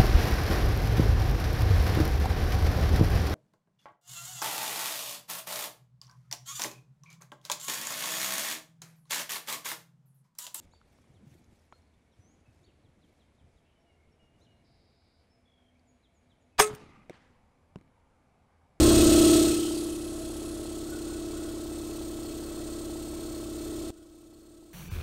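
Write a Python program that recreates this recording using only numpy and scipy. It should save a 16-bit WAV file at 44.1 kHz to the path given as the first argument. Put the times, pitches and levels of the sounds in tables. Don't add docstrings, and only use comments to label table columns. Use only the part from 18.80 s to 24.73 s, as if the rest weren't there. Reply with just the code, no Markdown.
import sys
import numpy as np
from scipy import signal
from scipy.fft import rfft, irfft, next_fast_len
from scipy.io import wavfile
from scipy.ndimage import uniform_filter1d

SR = 44100
rng = np.random.default_rng(int(sys.argv[2]) if len(sys.argv) > 2 else 0)


def how_loud(loudness_db):
    steps = np.asarray(loudness_db, float) / 20
    return 10 ** steps


def wav_out(sig):
    wavfile.write(sys.argv[1], SR, np.round(np.clip(np.atleast_2d(sig).T, -1, 1) * 32767).astype(np.int16))


N = 261557

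T = np.arange(N) / SR
M = next_fast_len(N + 4096)
HZ = np.arange(M // 2 + 1) * SR / M
CRANK_HZ = 16.9395
CUT_S = 5.1055
# (frequency [Hz], density [dB per Hz])
FAINT = [(20, -80), (20000, -80)]


def level(x, db):
    return x * how_loud(db) / np.sqrt(np.mean(x ** 2))


def noise(shape, modes=()):
    hz, db = np.transpose(shape)
    power = how_loud(np.interp(np.log(HZ + 1), np.log(hz), db)) ** 2
    for f, width, peak_db in modes:
        power = power + how_loud(peak_db) ** 2 / (1 + (2 * (HZ - f) / width) ** 2) ** 2
    white = rng.standard_normal(M)
    return level(irfft(rfft(white) * np.sqrt(power), M)[:N], 0)


def band(hz, width):
    return noise(FAINT, [(hz, width, 0)])


def walk(rate):
    k = int(SR / rate)
    steps = np.repeat(rng.standard_normal(N // k + 1), k)
    return 0.99 * uniform_filter1d(uniform_filter1d(steps, k), k)[:N]


def curve(table):
    return np.interp(T, *np.transpose(table))


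def swells(rows, size=lambda db: db):
    return sum(size(db) * np.exp(-(2 * (T - at) / length) ** 2) for at, length, db in rows)


def held(start, end, db, fade_s):
    return how_loud(db) * np.clip(np.minimum(T - start, end - T) / fade_s + .5, 0, 1)


def handling():
    return level(band(90.0, 85.0), -64) * how_loud(3.2 * walk(11)) * np.exp(-((T - .22) / 0.3) ** 2)


def motor_hum():
    # (frequency [Hz], level [dB])
    hum_tones = [(53.1, -68), (58.7, -59), (79.7, -70), (92.9, -61), (106.2, -68), (119.9, -54),
                 (318.5, -62), (359.9, -57), (479.9, -57), (719.8, -67)]
    return sum(np.sqrt(2) * how_loud(db) * np.sin(2 * np.pi * (f * T + rng.random())) for f, db in hum_tones)


def extras(gate):
    # (start [s], end [s], level [dB])
    leak = (0.87, 1.94, -20)
    # (start [s], end [s], level [dB])
    jet = (2.78, 5.2, -27.5)
    # (centre [s], length [s], level [dB])
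    fin_rings = [
        (0.85, .16, -17),
        (1.12, 0.077, -20.5),
        (1.6, .1, -24),
    ]
    # (centre [s], length [s], level [dB])
    plate_rings = [
        (0.96, .1, -16),
    ]
    # (centre [s], length [s], level [dB])
    rattles = [
        (0.7, 0.035, -24.5),
        (0.89, 0.046, -25),
        (2.15, 0.12, -17),
        (2.33, 0.16, -22),
        (2.62, 0.24, -22),
        (4.46, .1, -28),
    ]
    whistle = band(10800.0, 1000.) + 0.51 * band(10857., 70.)
    flow = held(*leak, fade_s=0.34) * whistle + held(*jet, fade_s=.08) * band(14200., 900.)
    flow = flow + swells(fin_rings, how_loud) * band(3120.0, 260.)
    flow = flow + swells(plate_rings, how_loud) * band(4570.0, 900.)
    return how_loud(-38.5) * (gate * flow + swells(rattles, how_loud) * band(1453.0, 90.))


def valves(turn):
    # (crank angle [turn], ring [Hz], level [dB])
    clacks = [
        (.435, 810, -56.5),
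        (.95, 1060, -62),
    ]
    half_length_s, air_share = 0.0021, 0.74
    out = 0
    for at, hz, db in clacks:
        since = ((turn - at + .5) % 1 - .5) / CRANK_HZ
        ring = np.sqrt(2) * np.sin(2 * np.pi * hz * since) + air_share * band(hz, 490.0)
        out = out + level(ring * np.exp(-(since / half_length_s) ** 2), db - 9.5)
    return out


def port_gate(turn):
    stroke = np.floor(2 * turn + 0.18).astype(int)
    gate_db = uniform_filter1d(.4 * rng.standard_normal(300)[stroke], 300) + .3 * walk(4)
    gate_db = gate_db + 1.9 * np.cos(4 * np.pi * (turn - .155)) - .4 * np.cos(8 * np.pi * (turn - .155))
    gate_db = gate_db - 1.5 * np.exp(8 * np.cos(2 * np.pi * (turn - .92)) - 8)
    gate_db = gate_db + .4 * np.cos(2 * np.pi * (turn - .7))
    ripple = 1 + .08 * np.cos(2 * np.pi * 19 * turn) + .08 * np.cos(2 * np.pi * 18 * turn)
    return how_loud(gate_db) * ripple


def hiss(gate, later):
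    # (frequency [Hz], density [dB per Hz])
    hiss_early = [(1060, -26), (1800, -11.5), (1970, -13.5), (2380, -11.5), (2610, -6.5), (2830, -5.5),
                  (4220, -1.5), (5010, -6), (7070, -3.5), (7540, -5.5), (8330, 1.5), (10900, -14.5),
                  (14500, -15), (15700, -13)]
    hiss_late = [(1060, -42), (1800, -11), (1950, -11), (2430, -13.5), (2610, -10.5), (2810, -7.5),
                 (3240, -3), (4300, -3.5), (5900, -6.5), (8630, -1.5), (10100, -11), (13000, -12.5),
                 (14200, -24), (15700, -5)]
    # (frequency [Hz], width [Hz], level [dB])
    metal_early = [(2580, 69, -4), (3340, 150, -5), (4170, 110, -3), (4950, 51, -8), (5120, 22, -8),
                   (5450, 82, -8), (6300, 59, -5), (6930, 330, -5), (8050, 77, 0), (8380, 170, -1),
                   (8570, 55, 0), (9200, 31, -6), (9330, 23, -5), (9630, 86, -8), (10200, 36, -10),
                   (11800, 330, -13), (13900, 90, -13), (14600, 47, -13)]
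    metal_late = [(2290, 66, -10), (2590, 60, -6), (3600, 29, -4), (4310, 170, -3), (5600, 42, -4),
                  (6210, 55, -6), (6600, 130, -5), (7220, 42, -1), (7390, 56, -5), (8020, 37, -3),
                  (8380, 65, 0), (8670, 33, -1), (8870, 45, -2), (9210, 42, -6), (10500, 53, -11),
                  (11500, 96, -8), (13700, 66, -8), (14300, 62, -9)]
    later = np.clip(later, 0, 1)
    early_share, late_share = np.sqrt(1 - later), np.sqrt(later)
    broad = early_share * noise(hiss_early) + late_share * noise(hiss_late)
    metal = 0
    for part, part_db, throb in ((slice(0, 7), -10.5, 0), (slice(7, 14), -8.5, 0),
                                 (slice(14, None), -17.5, 0.78)):
        plates = early_share * noise(FAINT, metal_early[part]) + late_share * noise(FAINT, metal_late[part])
        metal = metal + gate ** throb * how_loud(part_db + 1.3 * walk(9)) * plates
    return gate ** 0.62 * broad + gate ** 1.62 * metal


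def strokes(turn, orders, start, steps, lo, hi):
    cycle = np.arange(4097) / 4096
    wave = 0 * cycle
    for k, db in orders:
        if lo <= k <= hi:
            lag = sum(size * (np.arctan((k - at) / width) + np.pi / 2) for at, width, size in steps)
            wave = wave - np.sqrt(2) * how_loud(db) * np.sin(2 * np.pi * round(k) * (cycle - start) - lag)
    return np.interp(turn % 1, cycle, wave)


def pump(turn, shadow_db):
    # (multiple of crank speed, level [dB])
    stroke_orders = [(2, -47.5), (4, -47.5), (6, -55), (8, -59), (10, -61.5), (12, -55.5), (14, -50.5),
                     (16, -54.5), (18, -43.5), (20, -42.5), (22, -52.5), (24, -62.5), (26, -80), (28, -88),
                     (30, -83), (32, -68), (34, -64), (36, -73), (38, -58), (40, -67.5), (42, -76),
                     (44, -73), (46, -72.5), (48, -70.5), (50, -89), (62, -89), (64, -73), (66, -90),
                     (68, -74), (74, -94), (76, -66), (78, -87), (80, -72.5), (118, -77.5)]
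    # (multiple of crank speed, level [dB])
    turn_orders = [(1, -68), (17, -66.5), (19, -50.5), (21, -70), (23, -62), (25, -67), (31, -65.5),
                   (33, -68), (35, -75), (37, -64.5), (39, -67.5), (47, -76.5), (49, -79), (51, -79.5),
                   (53, -85), (57, -77), (59, -103), (61, -75), (65, -76.5), (67, -73), (77, -62),
                   (81, -78), (153, -87), (155, -75.5)]
    tube_steps = [
        (11, .5, -1.26),
        (13, .5, 1),
        (19, .05, 1),
        (21, .3, .15),
        (30, .5, -1),
        (38.5, .5, 1),
    ]
    # (frequency [Hz], density [dB per Hz])
    rumble = [(15, 7.5), (45, 3), (75, 7), (115, -3), (165, -27), (235, -9), (300, -30), (600, -58)]
    # (frequency [Hz], density [dB per Hz])
    rush = [(230, -8.5), (320, 3), (420, 1), (510, -6.5), (610, 1.5), (800, -15), (950, -16), (1400, -12),
            (2200, -25.5), (4000, -57)]
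    # (frequency [Hz], width [Hz], level [dB])
    rush_modes = [(428.7, 20.5, 8), (630, 19, -11), (1057, 30, -6.5), (1310, 27, -22), (1947, 25, -10.5),
                  (1800, 30, -32), (1590, 46, -14.5)]
    # (centre [s], length [s], change [dB])
    sways = [(0.03, 0.14, -7), (0.14, 0.069, 5.5), (0.32, 0.12, 1.5), (0.59, 0.15, 3), (0.83, 0.19, -18),
             (0.92, .07, 9), (0.99, 0.091, -12), (1.2, 0.18, -5), (1.41, 0.14, 8), (2.29, .14, -11),
             (2.43, .12, 4), (3.7, 0.2, -7), (5.08, 0.089, 4)]
    # (centre [s], length [s], change [dB])
    head_dips = [
        (0.15, .1, -2.5),
        (0.97, 0.11, -9),
    ]

    def part(lo, hi):
        alike = strokes(turn, stroke_orders, .39, tube_steps, lo, hi)
        return alike + strokes(turn, turn_orders, .33, [], lo, hi)

    far = np.clip((1 - T) / 0.25, 0, 1)
    low = how_loud(-7 * far) * part(1, 2) + part(3, 10)
    low = low + level(noise(rumble), -52.5) * how_loud(1.7 * walk(5.1))
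    box = part(11, 16)
    tube = how_loud(1.1 * walk(3.12)) * part(17, 30)
    second = how_loud(swells(sways) - 0.6) * part(36, 41)
    head = how_loud(-2.1 + swells(head_dips)) * part(75, 79)
    rings = tube + second + head + part(80, 160)
    edge = how_loud(0.46 * walk(15)) * (part(31, 35) + part(42, 74))
    rush_db = 1.2 * walk(4.88) + 0.16 * np.minimum(shadow_db + 10.0, 0)
    intake = edge + level(noise(rush, rush_modes), -48.0) * how_loud(rush_db)
    clack = how_loud(1.5 - 9 * far) * valves(turn)
    shadowed = how_loud(shadow_db + 0.7) * low + how_loud(0.5 * (shadow_db - 0.5)) * (box + motor_hum())
    return shadowed + rings + clack + how_loud(1.63 - far + 0.65 * shadow_db) * intake


def hurried(x, grain_s=.04):
    tube_hz = 321.85
    hop, out = int(grain_s * SR), np.zeros(N + SR)
    skip = np.cumsum(rng.integers(16, 22, 60))
    for k in range(int(SR / hop)):
        start = int(2.3 * SR + k * hop + skip[k] * SR / tube_hz)
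        at = int(CUT_S * SR) + (k - 1) * hop
        out[at:at + 2 * hop] += np.hanning(2 * hop) ** 0.84 * x[start:start + 2 * hop]
    return out[:N]


def scene():
    # (time [s], level [dB])
    fader = [
        (0.55, -18),
        (0.68, -22.5),
        (0.84, -28.5),
        (1.2, -37.5),
        (2.1, -37.5),
    ]
    # (time [s], level [dB])
    shadow = [
        (0.04, -1.5),
        (0.19, -4.5),
        (0.59, -13.5),
        (0.67, -10),
        (0.84, -14),
        (1.2, -5),
    ]
    turn = CRANK_HZ * T + .008 * np.maximum(1 - T, 0)
    gate = port_gate(turn)
    ports = hiss(gate, 0.91 * np.clip((T - .5) / 2.3, 0, 1))
    machine = handling() + extras(gate) + how_loud(-49.5) * ports + pump(turn, curve(shadow))
    before = how_loud(curve(fader) + 39.0) * machine
    after = how_loud(-54 + 40.0) * hurried(machine)
    return np.where(T < CUT_S, before, after)[None]


def roll_off(x):
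    return signal.sosfilt(signal.butter(12, 16290, fs=SR, output="sos"), x)


def record(dry):
    response = np.clip((15750 - HZ) / 40, 0, 1) * how_loud(-3.5 * (HZ > 15050))
    mix = irfft(rfft(dry, M) * response, M)[:, :N]
    return roll_off(mix)


dry = scene()
out = record(dry)
wav_out(out)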